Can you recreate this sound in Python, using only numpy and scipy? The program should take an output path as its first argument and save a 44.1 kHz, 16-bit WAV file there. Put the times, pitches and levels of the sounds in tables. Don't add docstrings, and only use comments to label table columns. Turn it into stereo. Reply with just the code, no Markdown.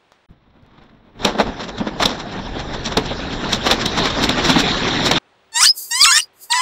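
import sys
import numpy as np
from scipy import signal
from scipy.fft import rfft, irfft, next_fast_len
from scipy.io import wavfile
from scipy.ndimage import uniform_filter1d

SR = 44100
rng = np.random.default_rng(int(sys.argv[2]) if len(sys.argv) > 2 else 0)


def pcm_store(signal):
    levels = np.round(np.clip(np.atleast_2d(signal), -1, 1) * 32767)
    wavfile.write(sys.argv[1], SR, levels.astype(np.int16).T)


N = 291809
T = np.arange(N) / SR
HEAP_START, HEAP_END = .285, 5.186
TOP_HZ = 15700


def amp(db):
    return 10 ** (np.asarray(db) / 20)


def unit(x):
    return x / np.sqrt(np.mean(x ** 2) + 1e-20)


def along(points, hz):
    f, v = np.transpose(points)
    return np.interp(np.log(hz + 1), np.log(f + 1), v)


def curve(rows, t=T):
    s, value = np.transpose(rows)
    return np.interp(t, s, value)


def wobble(rate, size=N):
    step = SR / rate
    knots = rng.standard_normal(int(size / step) + 4)
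    fine = signal.resample_poly(knots, 8, 1)
    return np.interp(np.arange(size) * 8 / step, np.arange(len(fine)), fine)


def filtered(x, response):
    size = x.shape[-1]
    padded = next_fast_len(size + 4096)
    hz = np.fft.rfftfreq(padded, 1 / SR)
    return irfft(rfft(x, padded) * response(hz), padded)[..., :size]


def coloured(x, spectrum, tilt_db=0):
    def response(hz):
        octaves = np.log2(np.clip(hz, 200, 8000) / 1000)
        return amp(along(spectrum, hz) + tilt_db * octaves)
    return unit(filtered(x, response))


def lowered_above_8k(spectrum, loss_db):
    return [(hz, db - max(loss_db, 0) * (hz > 8000)) for hz, db in spectrum]


def noise(size=N):
    return rng.standard_normal((2, size))


def widened(pair, width):
    mid, side = pair
    return mid + width * np.array([side, -side])


def gate(start, end):
    return np.clip(np.minimum(T - start, end - T) / .004, 0, 1)


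def span(start, end):
    return np.arange(round(start * SR), round(end * SR)) / SR


def scattered(start, end, count):
    return start + (end - start) * (np.arange(count) + rng.random(count)) / count


def add(out, x, s):
    part = out[:, max(round(s * SR), 0):][:, :x.shape[-1]]
    part += x[..., :part.shape[1]]


# t/s, crack level/dB, splash level/dB (both before their envelopes), air pocket f/Hz
SNAPS = [(1.246, -7, -4.5, 578), (1.8, -40, -18, 777), (1.998, -26, -10, 677), (2.053, -6.5, -11, 520),
         (2.388, -41, -21, 200), (2.969, -8.5, -4.5, 423), (3.105, -33, -17.5, 557),
         (3.526, -11.5, -19.5, 384), (3.709, -5.5, -18, 479), (3.856, -9.5, -15.5, 360),
         (4.289, -12, -10, 252), (4.491, -18, -10.5, 265.5), (4.557, -23, -6, 286), (5.11, -6.5, -7, 735)]
# f/Hz, level/dB
CRACK_TONE = [(700, -21.5), (2200, -10.5), (3600, 3), (5500, -7), (7500, -16), (9500, -26.5),
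              (15500, -29.5)]
# f/Hz, level/dB
SPLASH_TONE = [(60, -19.5), (190, 7), (450, -4), (900, 0.5), (1600, -12.5), (3000, -10.5), (8000, -60)]
SPLASH_T60_S = .11


def pops():
    out, t = np.zeros((2, N)), np.arange(SR // 4) / SR
    tail = amp(-60 * t / SPLASH_T60_S)
    rip = np.exp(-((t - .0055) / .0023) ** 2) + amp(-8) * tail
    for s, crack_db, splash_db, _ in SNAPS:
        crack_tone = lowered_above_8k(CRACK_TONE, 3.2 * (-26 - crack_db))
        crack = coloured(noise(len(t)), crack_tone) * (1 - np.exp(-t / .001)) * rip
        splash = coloured(noise(len(t)), SPLASH_TONE) * (1 - np.exp(-t / .0016)) * tail
        add(out, amp(crack_db) * crack + amp(splash_db) * splash, s)
    return out


# crest t/s, level/dB (before JET_LIFT_DB), swell time constant/s,
# treble tilt/(dB per octave), air pocket f/Hz
JETS = [(1.275, -18, .025, -2, 213), (1.354, -20.5, .009, -6, 680), (1.405, -9, .011, -3, 474),
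        (1.476, -26.5, 0.023, -3, 333), (1.611, -23.5, 0.012, -1, 515), (1.691, -26, 0.007, 1, 466),
        (1.82, -20.5, 0.011, -8.5, 220), (1.875, -20.5, 0.015, -3.5, 327), (2.029, -13, .011, 0.5, 980),
        (2.103, -23, 0.035, -0.5, 286), (2.861, -20.5, 0.0083, 4, 227), (2.925, -23.5, 0.0085, 0.5, 359),
        (3.536, -17.5, 0.015, 3.5, 231), (3.669, -12.5, .013, 0, 1100), (3.717, -11.5, 0.013, 0.5, 226),
        (3.816, -20.5, 0.012, 2.5, 350), (3.985, -17.5, 0.014, 1.5, 457), (4.057, -17.5, .014, 1, 440),
        (4.239, -12, 0.0094, 2.5, 296), (4.384, -19, 0.024, -1.5, 295), (4.454, -18, 0.013, 3.5, 344),
        (4.5, -13, 0.019, 1, 255), (4.599, -13, 0.011, 3, 290), (5.066, -15.5, 0.013, 4, 368)]
# f/Hz, level/dB
JET_TONE = [(80, -27.5), (200, 1.5), (600, 2), (1200, -1), (2300, -6.5), (3700, -4.5), (5500, -11.5),
            (7500, -22), (8600, -33.5), (15000, -37.5)]
JET_LIFT_DB = 5
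DRAIN_OVER_SWELL = 1.17
SQUIRT_SWELL_S = .011
SQUIRT_DB, SQUIRT_SCATTER_DB = 2, 3.5


def gushes():
    out, t = np.zeros((2, N)), np.arange(-SR // 10, SR // 7) / SR

    def jet(swell, loss_db, tilt_db):
        fluttering = amp(1.9 * wobble(349.4, size=len(t))) * noise(len(t))
        flow = np.exp(-np.abs(t) / np.where(t < 0, swell, DRAIN_OVER_SWELL * swell))
        return flow * coloured(fluttering, lowered_above_8k(JET_TONE, loss_db), tilt_db)

    for s, db, swell, tilt_db, _ in JETS:
        add(out, amp(db + JET_LIFT_DB) * jet(swell, 4 * (-16 - db), tilt_db), s + t[0])
    for s in scattered(WET_START_S, HEAP_END, count=22):
        slosh_db = SLOSH_DB + SLOSH_GROWTH_DB * flood(s)
        db = slosh_db + SQUIRT_DB + SQUIRT_SCATTER_DB * rng.uniform(-1, 1)
        add(out, amp(db) * jet(SQUIRT_SWELL_S, loss_db=23, tilt_db=1.5), s + t[0])
    return out


PLOP_CYCLES, PLOP_DELAY_S = 33, .00654
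POP_PLOP_DB, GUSH_PLOP_DB = -1.5, -.5


def plops():
    out, t = np.zeros((2, N)), np.arange(SR // 6) / SR
    pockets = [(s + PLOP_DELAY_S, hz, db + POP_PLOP_DB) for s, _, db, hz in SNAPS]
    pockets += [(s, hz, db + GUSH_PLOP_DB) for s, db, *_, hz in JETS]
    right_lag = np.array([[0], [-.8]])
    for s, hz, db in pockets:
        t60 = PLOP_CYCLES / hz
        pitch = hz * (1 + .11 * (t / t60 - .2) + .024 * wobble(200, size=len(t)))
        tone = np.sin(2 * np.pi * np.cumsum(pitch) / SR + right_lag)
        ring = tone * (1 - np.exp(-t / .0005)) * amp(-60 * t / t60)
        add(out, amp(db) * ring, s)
    return out


FLOOD_START_S, FLOOD_FULL_S = 2.05, 4.52


def flood(t):
    return np.clip((t - FLOOD_START_S) / (FLOOD_FULL_S - FLOOD_START_S), 0, 1)


def bubbles(count, size, hz, spread, cycles, scatter_db):
    t = np.arange(size) / SR
    when, side, chance = rng.random((count, 3)).T[:, :, None]
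    pitch = np.clip(hz * np.exp(spread * rng.standard_normal((count, 1))), 170, 6500)
    age = t * pitch / cycles
    tone = np.sin(2 * np.pi * pitch * t * (1 + .092 * np.minimum(age, 2)))
    ring = tone * np.exp(-3 * age) * (1 - t / t[-1])
    ring *= amp(-scatter_db * np.log(chance + .04))
    ring *= np.minimum(t * pitch, 1)
    index = (when * (N - size)).astype(int) + N * (side > .5) + np.arange(size)
    return unit(np.bincount(index.ravel(), ring.ravel(), 2 * N).reshape(2, N))


def patchy(x, depth_db):
    z = signal.stft(x, nperseg=512)[2]
    field = uniform_filter1d(rng.standard_normal(z.shape[1:]), size=9, axis=0)
    field = uniform_filter1d(field, size=8, axis=1)
    return unit(signal.istft(z * amp(depth_db * unit(field)), nperseg=512)[1][:, :N])


# f/Hz, level/dB
SLOSH_TONE = [(53, -48.5), (90, -8), (248, 1.5), (323, -2.5), (442, -2), (527, -7.5), (739, -4.5),
              (1300, -14), (1400, -13.5), (1800, -10.5), (2340, -42), (3960, -120)]
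# f/Hz, level/dB
SPRAY_TONE = [(500, -12.5), (1000, -1), (1700, -1.5), (2400, -0.5), (3700, 2.5), (5000, -3.5),
              (6300, -12.5), (7600, -18), (8200, -68.5), (15000, -65.5)]
WET_START_S = 1.19
SLOSH_DB, SLOSH_GROWTH_DB = -29, 9.5
SPRAY_DB, SPRAY_GROWTH_DB = -38.5, 20


def water():
    gurgle = bubbles(count=1500, size=900, hz=425.7, spread=.456, cycles=23.5, scatter_db=1.5)
    slosh = unit(.74 * gurgle + coloured(noise(), SLOSH_TONE))
    drops = bubbles(count=9000, size=160, hz=2547, spread=.6, cycles=5, scatter_db=-.5)
    spray = patchy(coloured(drops + 2.43 * noise(), SPRAY_TONE), depth_db=2.96)
    surge = wobble(22)
    slosh_db = SLOSH_DB + SLOSH_GROWTH_DB * flood(T) + 1.8 * surge
    spray_db = SPRAY_DB + SPRAY_GROWTH_DB * flood(T) + .93 * surge
    return gate(WET_START_S, HEAP_END) * (amp(slosh_db) * slosh + amp(spray_db) * spray)


# f/Hz, correlation (0-1)
PORT_LIKENESS = [(50, .88), (160, 0.77), (300, 0.63), (480, 0.2), (760, 0.15), (1400, 0.059), (2500, 0.38),
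                 (3700, 0.61), (6000, 0.79), (9000, 0.17)]
# f/Hz, lead/rad
PORT_LEAD = [(40, 0), (280, 1.4), (500, 3), (1000, 6), (2900, 9.3), (4700, 3.1), (6500, -3.1), (16000, -36)]


def ports(pair):
    def blend(hz):
        turn = np.arccos(np.clip(along(PORT_LIKENESS, hz), 0, 1)) / 2
        return np.array([np.cos(turn), np.sin(turn)])

    def shift(hz):
        lead = np.interp(hz, *np.transpose(PORT_LEAD))
        return np.exp(.5j * np.outer([1, -1], lead))

    mid, side = filtered(pair, blend)
    return filtered(np.array([mid + side, mid - side]), shift)


# f/Hz, level/dB
SHELL_TONE = [(450, -36), (850, 0), (1400, 2.5), (1900, 2), (2700, -3.5), (3700, -2.5), (5000, 1),
              (6300, -4.5), (7600, 2), (8500, -1), (9700, -15.5), (11000, -21), (15000, -33.5)]
# f/Hz, level/dB
RUSH_TONE = [(40, -4), (150, -12), (500, -11.5), (1000, -9), (2500, -8), (5000, 9), (8500, -9.5),
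             (10500, -7), (14500, -7.5)]


def reed(t, pitch, db, rough, tilt_db):
    size = len(t)
    shaken = pitch * (1 + .067 * rough * wobble(1400, size) + .0037 * wobble(150, size))
    phase = 2 * np.pi * np.cumsum(shaken) / SR
    order = np.arange(1, 21)[:, None]
    overtone_hz = order * pitch
    strength = amp(along(SHELL_TONE, overtone_hz) + tilt_db * np.log2(order)) * (overtone_hz < TOP_HZ)
    strength /= np.sqrt(np.sum(strength ** 2, axis=0) / 2 + 1e-12)
    shimmer = amp(3.6 * (order > 1) * np.array([wobble(61.6, size) for _ in order]))
    tone = np.sum(shimmer * strength * np.sin(order * phase), axis=0)
    rasp = np.minimum(2 * rough, .6) * np.sin(phase / 3 + wobble(80, size)) * (pitch < 2200)
    flutter = 1.18 * rough * wobble(500, size)
    tone = filtered(tone * (1.05 + rasp + flutter), lambda hz: 1 - 1 / (1 + (hz / 740) ** 14))
    rush = widened(coloured(noise(size), RUSH_TONE), .45)
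    return amp(db) * (tone + (.023 + .5 * rough) * rush)


FADE_DB = 32


def fade_db(t, attack, release):
    ramps = np.minimum((t - t[0]) / attack, (t[-1] - t) / release)
    return FADE_DB * (np.minimum(ramps, 1) - 1)


# start t/s, end t/s, attack/s, level/dB (before pressure), overtone tilt/(dB per octave),
# tilt lost at full pressure/(dB per octave), roughness gained/(per octave of pitch)
SQUEEZE_NOTES = [(5.52, 5.681, 0.041, -18.5, 0, -2, 0.3), (5.902, 6.212, 0.011, -22, 3.5, 4.5, 0),
                 (6.494, 6.7, 0.011, -21, -2.5, 8, 0.2)]
# t/s, f/Hz
FIRST_GLIDE = [(5.52, 888.2), (5.554, 898), (5.59, 970), (5.608, 1038), (5.614, 1202), (5.628, 1246),
               (5.65, 1737), (5.685, 1866)]
SECOND_GLIDE = [(5.903, 899), (5.995, 1050), (6.089, 1393), (6.109, 1361), (6.123, 1672), (6.161, 1795),
                (6.191, 1895), (6.225, 2043)]
THIRD_GLIDE = [(6.495, 914), (6.569, 1004), (6.585, 993), (6.615, 1046)]
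REST_HZ, REST_ROUGH = 900, .059
PRESSURE_DB, PRESSURE_OCTAVES = 9, .49
RELEASE_S, RELEASE_ROUGH = .032, .97


def squeezes():
    out = np.zeros((2, N))
    for note, glide in zip(SQUEEZE_NOTES, (FIRST_GLIDE, SECOND_GLIDE, THIRD_GLIDE)):
        start, end, attack, db, tilt_db, loss_db, roughening = note
        t = span(start, end)
        pitch = curve(glide, t)
        octaves = np.maximum(np.log2(pitch / REST_HZ), 0)
        pressure = np.tanh(octaves / PRESSURE_OCTAVES)
        level_db = db + PRESSURE_DB * pressure + fade_db(t, attack, RELEASE_S)
        rough = REST_ROUGH + roughening * octaves + RELEASE_ROUGH * np.exp((t - end) / RELEASE_S)
        add(out, reed(t, pitch, level_db, np.clip(rough, 0, 1), tilt_db - loss_db * pressure), start)
    return out


# start t/s, climb/s, end t/s, from f/Hz, to f/Hz, level/dB, # starting roughness (0-1),
# overtone tilt/(dB per octave)
CHOKED_NOTES = [(5.646, .022, 5.692, 2664, 3040, -16, 0.6, -4),
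                (5.648, .053, 5.728, 4070, 5150, -10.5, .7, -13.5),
                (6.139, .06, 6.208, 429, 482, -22.5, 0.3, 3.5),
                (6.17, 0.044, 6.222, 2675, 2980, -19, .9, -3),
                (6.2, 0.053, 6.26, 4620, 4920, -33, 0.7, -11)]
CHOKE_ATTACK_S, CHOKE_RELEASE_S = .011, .018


def chokes():
    out = np.zeros((2, N))
    for start, climb, end, from_hz, to_hz, db, start_rough, tilt_db in CHOKED_NOTES:
        t = span(start, end)
        settled = np.minimum((t - start) / climb, 1)
        pitch = from_hz + (to_hz - from_hz) * settled
        level_db = db + fade_db(t, CHOKE_ATTACK_S, CHOKE_RELEASE_S)
        rough = start_rough * np.sqrt(np.abs(1 - settled))
        add(out, reed(t, pitch, level_db, rough, tilt_db), start)
    return out


# start t/s, swoop t/s, end t/s, swoop width/s, whistle f/Hz, low f/Hz
# (both before the sag), whistle level/dB
SWOOP_NOTES = [(5.996, 6.052, 6.17, .0085, 4635, 1153, -7.5), (6.499, 6.533, 6.7, 0.0065, 4566, 943, -15.5)]
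SAG_OCTAVES_PER_S, SWOOP_LOSS_DB, WHISTLE_ROUGH = 2.5, 10.5, .3
LOW_TILT_DB, WHISTLE_TILT_DB = -1, -7
SWOOP_ATTACK_S, SWOOP_RELEASE_S = .02, .053


def swoops():
    out = np.zeros((2, N))
    for start, s, end, width, whistle_hz, low_hz, db in SWOOP_NOTES:
        t = span(start, end)
        choked = np.exp(-np.exp(np.minimum((t - s) / width, 10)))
        sag = 2 ** (-SAG_OCTAVES_PER_S * (t - s))
        pitch = (low_hz + (whistle_hz - low_hz) * choked) * sag
        loss_db = SWOOP_LOSS_DB * (1 - np.sqrt(choked))
        level_db = db - loss_db + fade_db(t, SWOOP_ATTACK_S, SWOOP_RELEASE_S)
        tilt_db = LOW_TILT_DB + (WHISTLE_TILT_DB - LOW_TILT_DB) * choked
        rough = REST_ROUGH + WHISTLE_ROUGH * np.sqrt(choked)
        add(out, reed(t, pitch, level_db, rough, tilt_db), start)
    return out


# start t/s, crest t/s, end t/s, crest level/dB, time to sink to a trickle/s
PUFFS = [(5.733, 5.78, 6.27, -26.5, 0.15), (6.333, 6.438, 6.7, -37, 0.036)]
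# f/Hz, level/dB
HISS_TONE = [(1470, -57.5), (2500, -37.5), (4010, -20.5), (4850, -1), (5440, -18), (6290, -6.5), (7720, -3),
             (10700, -8), (12500, -1), (15400, -7)]
TRICKLE_LOSS_DB, HISS_RELEASE_S = 12, .065


def vents():
    out = np.zeros((2, N))
    for start, crest, end, db, sink in PUFFS:
        t = span(start, end)
        sunk = np.clip((t - crest) / sink, 0, 1)
        level_db = db + fade_db(t, crest - start, HISS_RELEASE_S) - TRICKLE_LOSS_DB * sunk
        add(out, amp(level_db + wobble(50, size=len(t))) * coloured(noise(len(t)), HISS_TONE), start)
    return widened(out, .3)


def balls():
    squeaks = squeezes() + chokes() + swoops()
    t = np.arange(SR // 16) / SR
    tail = noise(len(t)) * amp(-60 * t / .091)
    echo = signal.oaconvolve(squeaks, tail / np.linalg.norm(tail[0]), axes=1)[:, :N]
    return squeaks + amp(-13) * echo + vents()


# t/s, rumble level/dB
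CAR_LEVEL = [(.3, -60), (1.12, -55.5), (1.22, -36.5), (2.32, -40.5), (2.48, -30.5), (4.1, -30),
             (4.45, -29.5), (5.15, -30.5)]
# t/s, level/dB, half length/s
TYRE_BUMPS = [(0.311, -39.5, 0.013), (0.631, -43, 0.0061), (1.48, -34, 0.044), (1.806, -30, 0.034),
              (2.065, -30, 0.037)]
# f/Hz, level/dB
RUMBLE_TONE = [(11, -30.5), (18, -1), (38, 2), (81, -4.5), (160, -4), (210, -38), (350, -120)]
# f/Hz, level/dB
CREAK_TONE = [(60, -11), (130, -6), (240, 4.5), (380, -2.5), (600, -4), (1000, -9.5), (1800, -16.5),
              (3500, -20.5), (5000, -35.5), (9000, -54)]
CREAK_DB, CREAK_GROWTH_DB = -55, 5.5
SCRATCH_DB = -57.5
SCRAPE_DB, SCRAPE_S, SCRAPE_WIDTH_S = -49.5, .807, .094


def car():
    rumble = amp(curve(CAR_LEVEL)) * coloured(noise(), RUMBLE_TONE)
    creak_db = CREAK_DB + CREAK_GROWTH_DB * np.interp(T, [HEAP_START, WET_START_S], [0, 1])
    creak = amp(creak_db + 3.5 * wobble(25)) * coloured(noise(), CREAK_TONE)
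    scraping = amp(SCRATCH_DB) + amp(SCRAPE_DB) * np.exp(-((T - SCRAPE_S) / SCRAPE_WIDTH_S) ** 2)
    scratch = scraping * amp(2.3 * wobble(120)) * coloured(noise(), SPRAY_TONE, tilt_db=-7.5)
    bump_envelope = sum(amp(db) * np.exp(-((T - s) / width) ** 2) for s, db, width in TYRE_BUMPS)
    bumps = bump_envelope * coloured(noise(), [(100, 6), (300, -10.5), (2000, -33), (9000, -51.5)])
    return gate(HEAP_START, HEAP_END) * (rumble + creak + scratch + bumps)


# t/s, level/dB (before a 6 dB cut)
GRIT_TICKS = [(0.12, -29), (.625, -45.5), (.664, -46), (.837, -40)]


def grit():
    out, t = np.zeros((2, N)), np.arange(SR // 8) / SR
    decay = amp(-60 * t / .0071) + amp(-18.5 - 60 * t / .22)
    for s, db in GRIT_TICKS:
        add(out, amp(db - 6) * coloured(noise(len(t)), JET_TONE, tilt_db=1.5) * decay, s)
    return out


# f/Hz, level/dB
STREET_TONE = [(20, -16), (100, -6), (200, -7.5), (400, -3.5), (1000, -4), (2200, -10), (3600, -12.5),
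               (5500, -23.5), (9000, -32), (15000, -58.5)]
HUM_HZ = 383


def street():
    by_balls = gate(HEAP_END - .01, 7)
    level = amp(-59.5) * gate(-1, .264) + amp(-57.5) * by_balls
    air = level * widened(coloured(noise(), STREET_TONE), .25)
    hum_phase = 2 * np.pi * np.cumsum(HUM_HZ * (1 + .0077 * wobble(30))) / SR
    hum = amp(-65.5 + 2.5 * wobble(6.2)) * np.sin(hum_phase)
    return air + by_balls * hum


def scene():
    heap = ports(pops() + gushes() + water() + car()) + plops()
    return heap * gate(HEAP_START, HEAP_END) + balls() + grit() + street()


def record(dry):
    rounded = dry / (1 + np.abs(dry) ** 6) ** (1 / 6)
    return filtered(rounded, lambda hz: hz < TOP_HZ)


dry = scene()
out = record(dry)
pcm_store(out)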